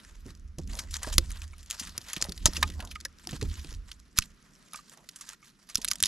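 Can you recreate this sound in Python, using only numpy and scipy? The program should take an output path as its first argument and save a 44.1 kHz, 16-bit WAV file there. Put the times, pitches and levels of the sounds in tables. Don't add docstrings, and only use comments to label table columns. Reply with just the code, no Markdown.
import sys
import numpy as np
from scipy import signal
from scipy.fft import rfft, irfft, next_fast_len
from scipy.io import wavfile
from scipy.ndimage import uniform_filter1d

SR = 44100
rng = np.random.default_rng(int(sys.argv[2]) if len(sys.argv) > 2 else 0)


def how_loud(loudness_db):
    steps = np.asarray(loudness_db, float) / 20
    return 10 ** steps


def int16_out(signal):
    q = np.round(np.clip(np.atleast_2d(signal).T, -1, 1) * 32767)
    wavfile.write(sys.argv[1], SR, q.astype(np.int16))


N = 267819


def evened(x):
    return x / np.sqrt(np.mean(x ** 2) + 1e-20)


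def read(points, hz):
    f, value = np.transpose(points)
    return np.interp(np.log(hz + 1), np.log(f + 1), value)


def curves(rows):
    s, *columns = np.transpose(rows)
    return [np.interp(np.arange(N) / SR, s, c) for c in columns]


def add(mix, s, sound):
    part = mix[..., round(s * SR):][..., :sound.shape[-1]]
    part += sound[..., :part.shape[-1]]


def band(x, lo_hz, hi_hz):
    return signal.sosfilt(signal.butter(2, [lo_hz, hi_hz], "bandpass", fs=SR, output="sos"), x)


def ring(x, hz, width_hz):
    r = np.exp(-np.pi * width_hz / SR)
    return signal.lfilter([1, 0, -1], [1, -2 * r * np.cos(2 * np.pi * hz / SR), r * r], x)


def causal(points):
    cepstrum = irfft(np.log(how_loud(read(points, np.fft.rfftfreq(2048, 1 / SR)))))
    cepstrum[1:1024] *= 2
    cepstrum[1025:] = 0
    return irfft(np.exp(rfft(cepstrum)))[:512]


def placed(x, pan_db):
    return x * how_loud(np.array([pan_db / 2, -pan_db / 2]).reshape(2, -1))


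def patches(frames, bins, long, wide):
    field = rng.standard_normal((bins, frames))
    field = uniform_filter1d(field, wide, axis=0)
    return evened(uniform_filter1d(field, long, axis=1))


def air():
    # pitch in Hz, level in dB per Hz.
    air_colour = [(35, -40.5), (60, -11), (91, -12), (153, 2), (234, 2), (790, -18.5), (1290, -7),
                  (4070, -20), (5790, -15), (8830, -36.5), (10400, -22), (13100, -39), (14600, -58),
                  (16200, -75)]
    # pitch in Hz, likeness (1 = the same).
    likeness = [(60, 0.32), (240, 0.57), (950, 0.25), (3770, 0.68), (15000, 0.76)]
    # time in seconds, level in dB.
    breeze = [(0, 10.5), (.35, 2.5), (.56, 1), (1.1, 2), (3.5, 9), (4.1, 4), (4.6, 7), (6.07, -0.5)]
    air_db = -70.5
    frames, hz = N // 256 + 5, np.fft.rfftfreq(1024, 1 / SR)
    a, b, c, d = rng.standard_normal((frames, 513, 4)).T
    same = np.clip(read(likeness, hz), -1, 1)[:, None]
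    left = a + 1j * b
    right = same * left + np.sqrt(1 - same ** 2) * (c + 1j * d)
    drift_db = 0.88 * patches(frames, 513, 14, 40)
    z = np.array([left, right]) * how_loud(read(air_colour, hz)[:, None] + drift_db)
    hiss = evened(signal.istft(z, nperseg=1024, noverlap=768)[1][:, :N])
    return how_loud(air_db + curves(breeze)[0]) * hiss


def jolted():
    # peak in seconds, bending hum in dB, slow sway in dB, dragging on soil in dB.
    jolts = [(.11, -64, -44, -79), (.28, -51, -53.5, -60.5), (.43, -43.5, -46.5, -85),
             (.65, -40, -36.5, -50.5), (.9, -40.5, -41.5, -62.5), (1.163, -33, -29, -53),
             (1.409, -40, -43, -87), (1.87, -47, -53, -60.5), (2.29, -44, -45.5, -62),
             (2.45, -44, -34, -51.5), (2.609, -32, -43, -48), (2.79, -40, -39, -56.5),
             (3.32, -48.5, -51.5, -51.5), (3.459, -32, -35, -52), (3.73, -45, -37.5, -62.5),
             (4.199, -61, -53, -61.5), (5.86, -67, -53, -60.5), (6.07, -66, -58.5, -52.5)]
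    # hum, sway and drag, in dB per second.
    rise = (167, 134, 191.5)
    # hum, sway and drag, in dB per second.
    fall = (70, 62, 66)
    # hum, sway and drag, in dB.
    still_db = (-91, -73, -73)
    t, rows = np.arange(0, N + 256, 256) / SR, np.array(jolts)
    late = (t - rows[:, :1])[:, :, None]
    lost_db = np.where(late < 0, -late * np.array(rise), late * np.array(fall))
    power = (how_loud(rows[:, None, 1:] - lost_db) ** 2).sum(0) + how_loud(np.array(still_db)) ** 2
    return curves(np.column_stack([t, 10 * np.log10(power)]))


def branch():
    hum_hz, sway_hz, bend_top_hz = 73, 34, 100
    hum_db, sway_db, drag_db = jolted()
    a, b, c, d = rng.standard_normal((4, N))
    hum = ring(ring(a, hum_hz, 7.9), hum_hz, 32)
    hum /= np.sqrt(uniform_filter1d(hum ** 2, 9000) + .2 * np.mean(hum ** 2))
    sway = ring(ring(b, sway_hz, 32), sway_hz, 25)
    shake = how_loud(hum_db) * evened(hum) + how_loud(sway_db) * evened(sway)
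    shake = signal.sosfilt(signal.butter(4, bend_top_hz, fs=SR, output="sos"), shake)
    shake += how_loud(drag_db + 4) * evened(band(band(c, 97, 228), 140, 430))
    rumble = how_loud(np.maximum(drag_db, sway_db - 12) - 15.0) * evened(band(d, 25, 300))
    return placed(shake, 1.4) + rumble * [[1], [-1]]


def thuds():
    # start in seconds, peak in dB, pitch in Hz, time to fade by 60 dB in seconds.
    landings = [(0.259, -36, 114, 0.23), (0.585, -28, 157, 0.1), (1.071, -31, 109, 0.066),
                (1.814, -39, 230, 0.043), (1.98, -39.5, 113, 0.068), (2.171, -31, 178, 0.031),
                (2.22, -38, 111, 0.089), (2.286, -33.5, 164, 0.18), (2.485, -25, 161, 0.05),
                (2.577, -33.5, 178, 0.13), (2.695, -39, 166, .08), (3.647, -37.5, 155.4, 0.16),
                (3.291, -41.5, 174, 0.076), (3.33, -28, 144, 0.1), (3.424, -22.5, 109.8, 0.12),
                (3.721, -41.5, 115, 0.068), (5.785, -36.5, 231, 0.026)]
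    puff_db = -2.5
    out, t = np.zeros(N), np.arange(6000) / SR
    noise = rng.standard_normal((len(landings), len(t)))
    for (s, db, hz, t60), puff in zip(landings, noise):
        fade = how_loud(-60 * t / np.clip(t60, .02, .3))
        dull = evened(band(puff, 130, 350))
        sound = np.sin(2 * np.pi * hz * t) + how_loud(puff_db) * fade ** 0.21 * dull
        sound *= fade * np.minimum(t / 0.002, 1)
        add(out, s - .002, how_loud(db) * sound / abs(sound).max())
    return out


def rubbing():
    # time in seconds, level in dB.
    fidget = [(0, -62.5), (.59, -75.5), (.7, -63.5), (1.15, -48), (1.4, -63.5), (1.75, -57.5), (2.15, -51),
              (2.39, -57.5), (2.5, -45.5), (3.13, -72), (3.34, -58.5), (3.7, -64.5), (3.82, -69),
              (4.37, -67.5), (4.75, -61), (5.57, -69), (5.75, -53.5), (6.07, -62)]
    # pitch in Hz, level in dB per Hz.
    rub_colour = [(530, -31.5), (900, -6.5), (1910, -4), (2130, -8.5), (4390, -6), (7400, -8.5),
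                  (8900, -15), (10500, -14), (11600, -17), (13700, -26.5), (15000, -44), (16200, -62)]
    # middle in seconds, level in dB, length in seconds.
    light_strokes = [(0.034, -62, 0.31), (0.287, -54, 0.065), (0.953, -38.5, 0.041), (1.133, -39, 0.023),
                     (1.345, -54, 0.12), (1.428, -51.5, 0.051), (1.832, -47.5, 0.14), (2.126, -46, 0.12),
                     (2.564, -37.5, 0.034), (3.569, -51.5, 0.2), (3.649, -48.5, 0.031),
                     (3.716, -51.5, 0.08), (4.231, -50, 0.049), (4.918, -54.5, 0.074), (5.22, -53, 0.13),
                     (5.306, -47, 0.067), (.36, -70, 0.061), (.62, -64.5, 0.061), (2.741, -53, 0.022),
                     (3.231, -57.5, .07), (3.36, -46, 0.029), (4.285, -63.5, 0.054), (5.62, -65, 0.064),
                     (2.169, -58, .03), (2.61, -49.5, 0.046), (6.07, -39.5, 0.068)]
    # middle in seconds, level in dB, length in seconds, dull scrape in relative dB.
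    heavy_strokes = [(0.77, -44.5, 0.12, -9), (1.068, -44, 0.079, -4.5), (1.735, -43, 0.056, -14.5),
                     (2.244, -49.5, 0.084, 0), (2.472, -35.5, 0.026, -9.5), (4.992, -68.5, 0.12, 2.5),
                     (2.652, -54, 0.012, 0), (2.831, -62.5, 0.12, 11.5), (2.918, -50, 0.022, -11),
                     (3.328, -50, 0.083, -16), (3.448, -49, 0.026, -22), (3.903, -57.5, 0.08, -19),
                     (4.181, -41.5, 0.031, -17.5), (4.767, -49, 0.057, -13), (5.464, -60, 0.083, -19),
                     (5.697, -52, 0.015, -11.5), (5.912, -61, 0.25, -4)]
    light_dull_db = -21.5
    t = np.arange(N) / SR
    bright = how_loud(curves(fidget)[0] - 2.0) ** 2
    dull = bright * how_loud(-10.5) ** 2
    for s, db, length, dull_db in heavy_strokes + [(*row, light_dull_db) for row in light_strokes]:
        stroke = how_loud(db - 7.5 * abs(2 * (t - s) / length) ** 2.5) ** 2
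        bright = bright + stroke
        dull = dull + stroke * how_loud(dull_db) ** 2
    clumps = evened(uniform_filter1d(uniform_filter1d(rng.standard_normal(N), 200), 200))
    grains = rng.standard_normal((2, N)) * how_loud(2.6 * np.minimum(rng.exponential(1, N), 3))
    grains *= rng.random(N) < 3000 / SR
    drive = (evened(grains) + .9 * rng.standard_normal((2, N))) * how_loud(2.2 * clumps)
    z = signal.stft(drive[0] + 0.24 * drive[1] * [[1], [-1]], nperseg=256)[2]
    z = z * how_loud(3.2 * patches(z.shape[2], z.shape[1], 8, 12))
    drive = signal.istft(z, nperseg=256)[1][:, :N]
    rustle = evened(signal.oaconvolve(drive, causal(rub_colour)[None])[:, :N])
    scrape = evened(band(drive.mean(0), 520, 1300))
    return np.sqrt(bright) * rustle + np.sqrt(dull) * scrape


def knocks(rows):
    out, t = np.zeros(N), np.arange(4000) / SR

    def loss(hz):
        return (hz / 1000) ** .65 / .047

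    def mode(blow, hz):
        return evened(ring(blow, hz, 2.2 * loss(hz)) + .4 * ring(blow, 1.06 * hz, 4 * loss(hz)))

    for (s, db, hz, hz2, db2), grit in zip(rows, rng.standard_normal((len(rows), len(t)))):
        blow = band(grit * np.exp(-t / .0025), .6 * min(hz, hz2), 1.3 * max(hz, hz2))
        modes = mode(blow, hz) + how_loud(db2) * mode(blow, hz2) + 0.2 * evened(blow)
        add(out, s, how_loud(db + 1.5) * modes / abs(modes).max())
    return out


def debris():
    # start in seconds, peak in dB, ring in Hz, thick wood in dB,
    # thin fibres in dB, length in seconds.
    rips = [
        (2.4592, -2.5, 5600, -8, -9, .0085),
        (1.1825, -3.5, 4300, -8, -6.5, .0036),
        (4.188, -6, 5600, -11, -6, .0032),
        (5.885, -13, 6000, -14, -7, .004),
    ]
    # start in seconds, peak in dB, ring in Hz.
    crumbs = [(0.0483, -38, 7130), (0.2631, -39, 5600), (0.3506, -40, 5380), (0.3964, -47, 5120),
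              (0.5982, -41, 5770), (0.6238, -45.0, 5620), (0.6341, -44, 5430), (0.7331, -27, 5230),
              (0.7529, -26, 6780), (0.7935, -19.5, 5770), (0.9405, -17, 4460), (0.9665, -18, 7000),
              (1.0242, -31, 2000), (1.0651, -32, 7820), (1.0858, -29, 6930), (1.1396, -18, 5900),
              (1.2599, -39.0, 4910), (1.3055, -28, 11000), (1.3238, -29.0, 6980), (1.4405, -37, 4690),
              (1.5093, -44.0, 5300), (1.7167, -24, 6310), (1.7273, -26.0, 5680), (1.8242, -30, 2000),
              (1.8501, -30.0, 6500), (2.0844, -29, 5810), (2.0996, -28, 6740), (2.1558, -29.0, 4010),
              (2.2575, -32.0, 10570), (2.3598, -44.0, 6800), (2.4723, -16, 4650), (2.476, -17, 5490),
              (2.5575, -28.0, 2000), (2.6134, -32.0, 7060), (2.6392, -28.0, 2000), (2.6889, -35.0, 2950),
              (2.722, -34.0, 2760), (2.7927, -39.0, 4480), (2.8243, -36.0, 3620), (3.0098, -28, 5640),
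              (3.1853, -39.0, 4970), (3.2507, -40, 2000), (3.31, -27, 6890), (3.3177, -32.0, 3190),
              (3.3635, -33, 5580), (3.4266, -24, 4310), (3.5403, -28, 5660), (3.646, -28, 2650),
              (3.6696, -36.0, 3960), (3.727, -31.5, 5730), (3.7477, -35.0, 4590), (4.1796, -13.5, 3960),
              (4.1971, -28.0, 7730), (5.6897, -35.0, 9710), (5.8283, -31.0, 4610), (5.8775, -23, 3700),
              (5.9021, -30, 6850), (5.9837, -37.0, 6720), (6.0479, -18, 5940)]
    # start in seconds, peak in dB.
    specks = [(0.0954, -46.0), (0.3738, -49), (0.4771, -51), (0.4835, -51), (0.5931, -42), (0.6152, -47),
              (0.6419, -51.0), (0.7072, -43), (0.7147, -37.0), (0.8366, -40.0), (1.0399, -31.0),
              (1.0726, -29.0), (1.099, -30), (1.4028, -41.0), (1.5625, -49.0), (1.5904, -44.0),
              (1.6069, -44.0), (1.635, -43), (1.6726, -46.0), (1.9044, -44.0), (2.2864, -36), (2.7393, -44),
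              (2.9504, -39), (2.9652, -40.0), (3.0833, -49.0), (3.1265, -53.0), (3.1969, -46.0),
              (3.2286, -46), (3.4531, -39.0), (3.717, -44), (3.8834, -42.0), (3.9295, -42.0),
              (3.9946, -47.0), (4.0538, -50.0), (4.2079, -33.0), (4.4261, -47.0), (4.5079, -52),
              (4.535, -45), (4.5522, -43.5), (4.5593, -47.0), (4.6258, -47.0), (4.6596, -52),
              (4.684, -45.0), (4.7218, -41.0), (4.844, -48), (4.9335, -42.0), (5.1126, -45.0),
              (5.122, -47.0), (5.1877, -40.0), (5.4334, -47.0), (5.4646, -48.0), (5.5003, -47.0),
              (5.6287, -51.0), (5.6732, -49.0), (5.7119, -37.0), (5.866, -41)]
    thick_db, thin_db, boost_db = -16, -8, .7
    crumb_s, speck_s, speck_hz = .0028, .0025, 5600
    rows = [(s, db + boost_db, hz, thick_db, thin_db, crumb_s) for s, db, hz in crumbs]
    rows += [(s, db + boost_db, speck_hz, thick_db, thin_db, speck_s) for s, db in specks]
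    return rips + rows


def breaks():
    # start in seconds, peak in dB, thick wood in dB, thin fibres in dB,
    # length in seconds.
    snaps = [(1.1812, 6, -11.5, -3.5, .0026), (1.9778, -12.5, -16, -3, 0.0037),
             (2.2128, -17, -17, -15, 0.011), (2.2243, -3.5, -13, -11, 0.00032),
             (2.5668, -15.5, -14.5, -7.5, 0.0077), (3.0499, -17, -29.5, -4.5, 0.0084),
             (3.2718, -17.5, -36, -4, 0.0022), (4.1732, -14.5, -24, -1.5, 0.01),
             (4.1868, 2, -6, -2, 0.0023), (5.7552, -1.5, -14, -5, 0.0025), (5.913, -6, -7.5, -3.5, 0.0061),
             (6.056, -8.5, -33, -3.5, 0.0066), (6.0265, -2.5, -11, 4, 0.0013),
             (6.0664, -19.5, -25, -15, 0.0051)]
    splinters = [
        (1.7097, -10.5, -18, -2, 0.0021),
        (2.1317, -14, -5.5, -0.5, 0.0061),
        (2.4568, 5, -16.5, -5.5, 0.0024),
        (5.8833, -13.5, -20, -11, 0.0046),
    ]
    limbs = [
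        (2.6275, -5.5, -37, -5.5, 0.0056),
        (5.846, -10, -4, 3.5, 0.0035),
        (6.0362, -4, -17, -8, 0.0031),
    ]
    # start in seconds, peak in dB, ring in Hz,
    # thick wood in dB, length in seconds.
    tears = [(.789, -19.5, 5400, -6.5, 0.012), (0.9065, -28, 6840, -28, 0.025),
             (0.936, -31, 5200, -24, 0.012), (1.0301, -17.5, 7400, -8, 0.0073),
             (1.124, -19.5, 7140, -27, 0.048), (1.7, -21.5, 6450, -12.5, 0.0084),
             (1.795, -17.5, 5870, -17, 0.018), (2.1635, -18.5, 2420, -7, 0.011),
             (2.802, -23.5, 2780, -28, 0.011), (2.849, -28.5, 6700, -10, 0.008),
             (2.911, -29, 2680, -28, 0.016), (2.954, -28, 2270, -4, 0.0084),
             (3.2893, -26.5, 3250, -1.5, 0.02), (3.33, -28, 2410, -7, 0.0068),
             (3.412, -23, 3700, 1.5, 0.0098), (5.159, -28.5, 7760, -11, 0.012),
             (5.209, -23, 6860, -9.5, 0.019), (5.697, -30, 6120, -7, 0.015),
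             (5.7455, -25.5, 6000, -20, 0.013), (5.8147, -26.5, 5840, -27, 0.013),
             (5.905, -24, 6130, -30, 0.011), (6.051, -20, 5340, -35, 0.063)]
    # start in seconds, peak in dB, ring in Hz.
    ticks = [(0.584, -28, 6140), (0.674, -34.5, 5960), (1.304, -31, 2570), (1.371, -35, 4060),
             (1.418, -24.5, 2600), (1.581, -35, 10100), (1.873, -31, 7440), (1.8928, -32.5, 5400),
             (2.014, -30.5, 5100), (2.241, -22.5, 5000), (2.293, -23.5, 4460), (2.3204, -21.5, 4440),
             (2.3767, -27.5, 4340), (2.5334, -22, 5530), (2.6763, -27.5, 3450), (2.7005, -28, 2840),
             (2.8731, -33.5, 3240), (3.0023, -30, 4700), (3.497, -33.5, 4150), (3.7385, -35, 2800),
             (3.9152, -26, 2940), (4.2216, -23.5, 2600), (4.7332, -23.5, 10900), (4.973, -38.5, 6450),
             (5.0888, -25, 5000), (5.772, -19.5, 4450), (5.779, -24, 7840), (5.9552, -25, 7840),
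             (6.002, -19, 5760)]
    # start in seconds, peak in dB.
    flakes = [(1.316, -27), (1.478, -37), (1.6296, -35.5), (1.6603, -36), (3.999, -39), (4.723, -53),
              (4.7586, -25), (4.8959, -32.5), (5.2901, -22), (5.3322, -30.5), (5.85, -16), (5.933, -17)]
    snap_hz, splinter_hz, limb_hz = 5400, 6900, 3700
    tear_thin_db, tick_thick_db, tick_thin_db = -4, -13, -4.5
    tick_s, flake_s = 0.0058, 0.0039
    rows = []
    for table, hz in ((snaps, snap_hz), (splinters, splinter_hz), (limbs, limb_hz)):
        rows += [(s, db, hz, *rest) for s, db, *rest in table]
    rows += [(*row, tear_thin_db, length) for *row, length in tears]
    rows += [(*row, tick_thick_db, tick_thin_db, tick_s) for row in ticks]
    rows += [(*row, splinter_hz, tick_thick_db, tick_thin_db, flake_s) for row in flakes]
    return rows


def cracks(rows, size=2500):
    # pitch in Hz, level in dB per Hz.
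    crack_colour = [(290, -20.5), (500, -31.5), (720, -40.5), (1150, -11.5), (5530, -3.5), (8430, -4),
                    (9200, -4), (10000, 1), (11300, -8.5), (13000, -16.5), (16200, -37.5)]
    out, t, colour = np.zeros(N), np.arange(size) / SR, causal(crack_colour)
    fibres, chance = rng.standard_normal((len(rows), 2, len(t))), rng.random((len(rows), 3))
    for (s, db, hz, thick_db, thin_db, length), (a, b), pick in zip(rows, fibres, chance):
        tear = how_loud(-14 * (t / np.clip(length, .001, .03)) ** 1.17) + how_loud(-34.0 - 60 * t / 0.039)
        first = 1 + .5 * np.exp(-t / 0.0029)
        onset = np.minimum(t / (0.13 * length), 1)
        clicks = a * how_loud(3.9 * b) * tear * first * onset
        drive = signal.fftconvolve(clicks, colour)[:len(t)]
        body = evened(band(drive, 2200, 8700)) + 0.91 * evened(ring(drive, hz, 0.31 * hz))
        thick_modes = sum(ring(drive, f, 260) for f in 900 + 1300 * pick)
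        thick = evened(band(drive, 800, 3500)) + evened(thick_modes)
        thin = evened(band(drive, 8000, 20000))
        sound = evened(body) + how_loud(thick_db) * evened(thick) + how_loud(thin_db) * thin
        add(out, s, how_loud(db - 3.5) * sound / abs(sound).max())
    return out


def ground(x):
    # delay in seconds, level in dB.
    bounces = [
        (.0016, -31.5),
        (.0031, -20.5),
        (.0058, -25.5),
        (0.013, -37.5),
    ]
    out = x.copy()
    for s, db in bounces:
        add(out[0], s, how_loud(db) * x[0])
        add(out[1], s + .00004, how_loud(db) * x[1])
    return out


def ports(x):
    # pitch in Hz, difference in dB.
    port_balance = [(40, -4.5), (240, -3), (950, -2), (4000, -.6), (9000, 1), (14000, 6.5)]
    # pitch in Hz, lead in radians.
    port_lead = [(60, -.3), (500, -.25), (3100, -.7), (7500, -.6), (10000, -.3), (12500, .5)]
    size = next_fast_len(N)
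    hz = np.fft.rfftfreq(size, 1 / SR)
    half = how_loud(read(port_balance, hz) / 2) * np.exp(.5j * read(port_lead, hz))
    glance = np.zeros(N)
    add(glance, .0007, band(x.mean(0), 11200, 17000))
    heard = x + how_loud(-5.5) * glance * [[1], [-1]]
    return irfft(rfft(heard, size) * np.array([half, 1 / half]), size)[:, :N]


def scene():
    # start in seconds, peak in dB, first mode in Hz,
    # second mode in Hz, second mode in dB.
    thick_sticks = [(1.044, -33, 980, 1640, 0), (1.072, -36.5, 623, 960, -8), (2.567, -26, 2570, 5400, -21),
                    (2.627, -12, 1810, 1070, -8), (2.627, -18, 2120, 1226, 2),
                    (2.795, -40.5, 744, 1520, -10), (2.824, -44.5, 980, 716, -1),
                    (2.957, -28, 1240, 2230, 1), (3.053, -29.5, 1740, 544, -19),
                    (3.271, -38.5, 730, 333, 1.5), (3.427, -32, 393, 806, -18),
                    (4.7324, -41, 1184, 870, -15), (4.744, -31, 1230, 2330, -6),
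                    (4.789, -42, 1170, 4200, -7), (1.533, -44.5, 2250, 1250, -2.5),
                    (5.787, -44.5, 437, 810, -2)]
    more_knocks = [(2.458, -24, 900, 620, -2), (1.182, -28, 520, 340, 0), (.048, -46, 1690, 2410, -14),
                   (2.628, -25, 1590, 426, -8), (2.636, -27.5, 2450, 860, -3), (2.803, -39, 1390, 1670, 0),
                   (2.826, -47, 2430, 1745, -6), (4.936, -47, 1800, 1150, 0), (5.428, -47, 1200, 2200, 0),
                   (5.331, -46, 1410, 2400, -8)]
    # time in seconds, left over right in dB.
    hands = [
        (0, -1),
        (1, 0.5),
        (3.6, -0.5),
        (4, -2.5),
        (6.07, -3),
    ]
    far, low = air(), branch() + thuds()
    wood = rubbing() + knocks(thick_sticks) + knocks(more_knocks)
    wood = wood + cracks(debris(), size=1200) + cracks(breaks())
    return ports(ground(placed(wood, curves(hands)[0])) + low) + far


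def top_cut(x):
    return signal.sosfilt(signal.butter(12, 16380, fs=SR, output="sos"), x)


def record(dry):
    excess = np.maximum(abs(dry).mean(0) - .2, 0) ** 2
    push = signal.lfilter(*signal.butter(2, 95, fs=SR), excess)
    push = signal.lfilter(*signal.butter(1, 9, "highpass", fs=SR), push)
    x = np.tanh(dry / 1.366) * 1.31 - 5.7 * placed(push, -7.5)
    x = signal.sosfilt(signal.butter(4, 14800, fs=SR, output="sos"), x)
    x = signal.sosfilt(signal.butter(12, 16600, fs=SR, output="sos"), x)
    return top_cut(x)


dry = scene()
out = record(dry)
int16_out(out)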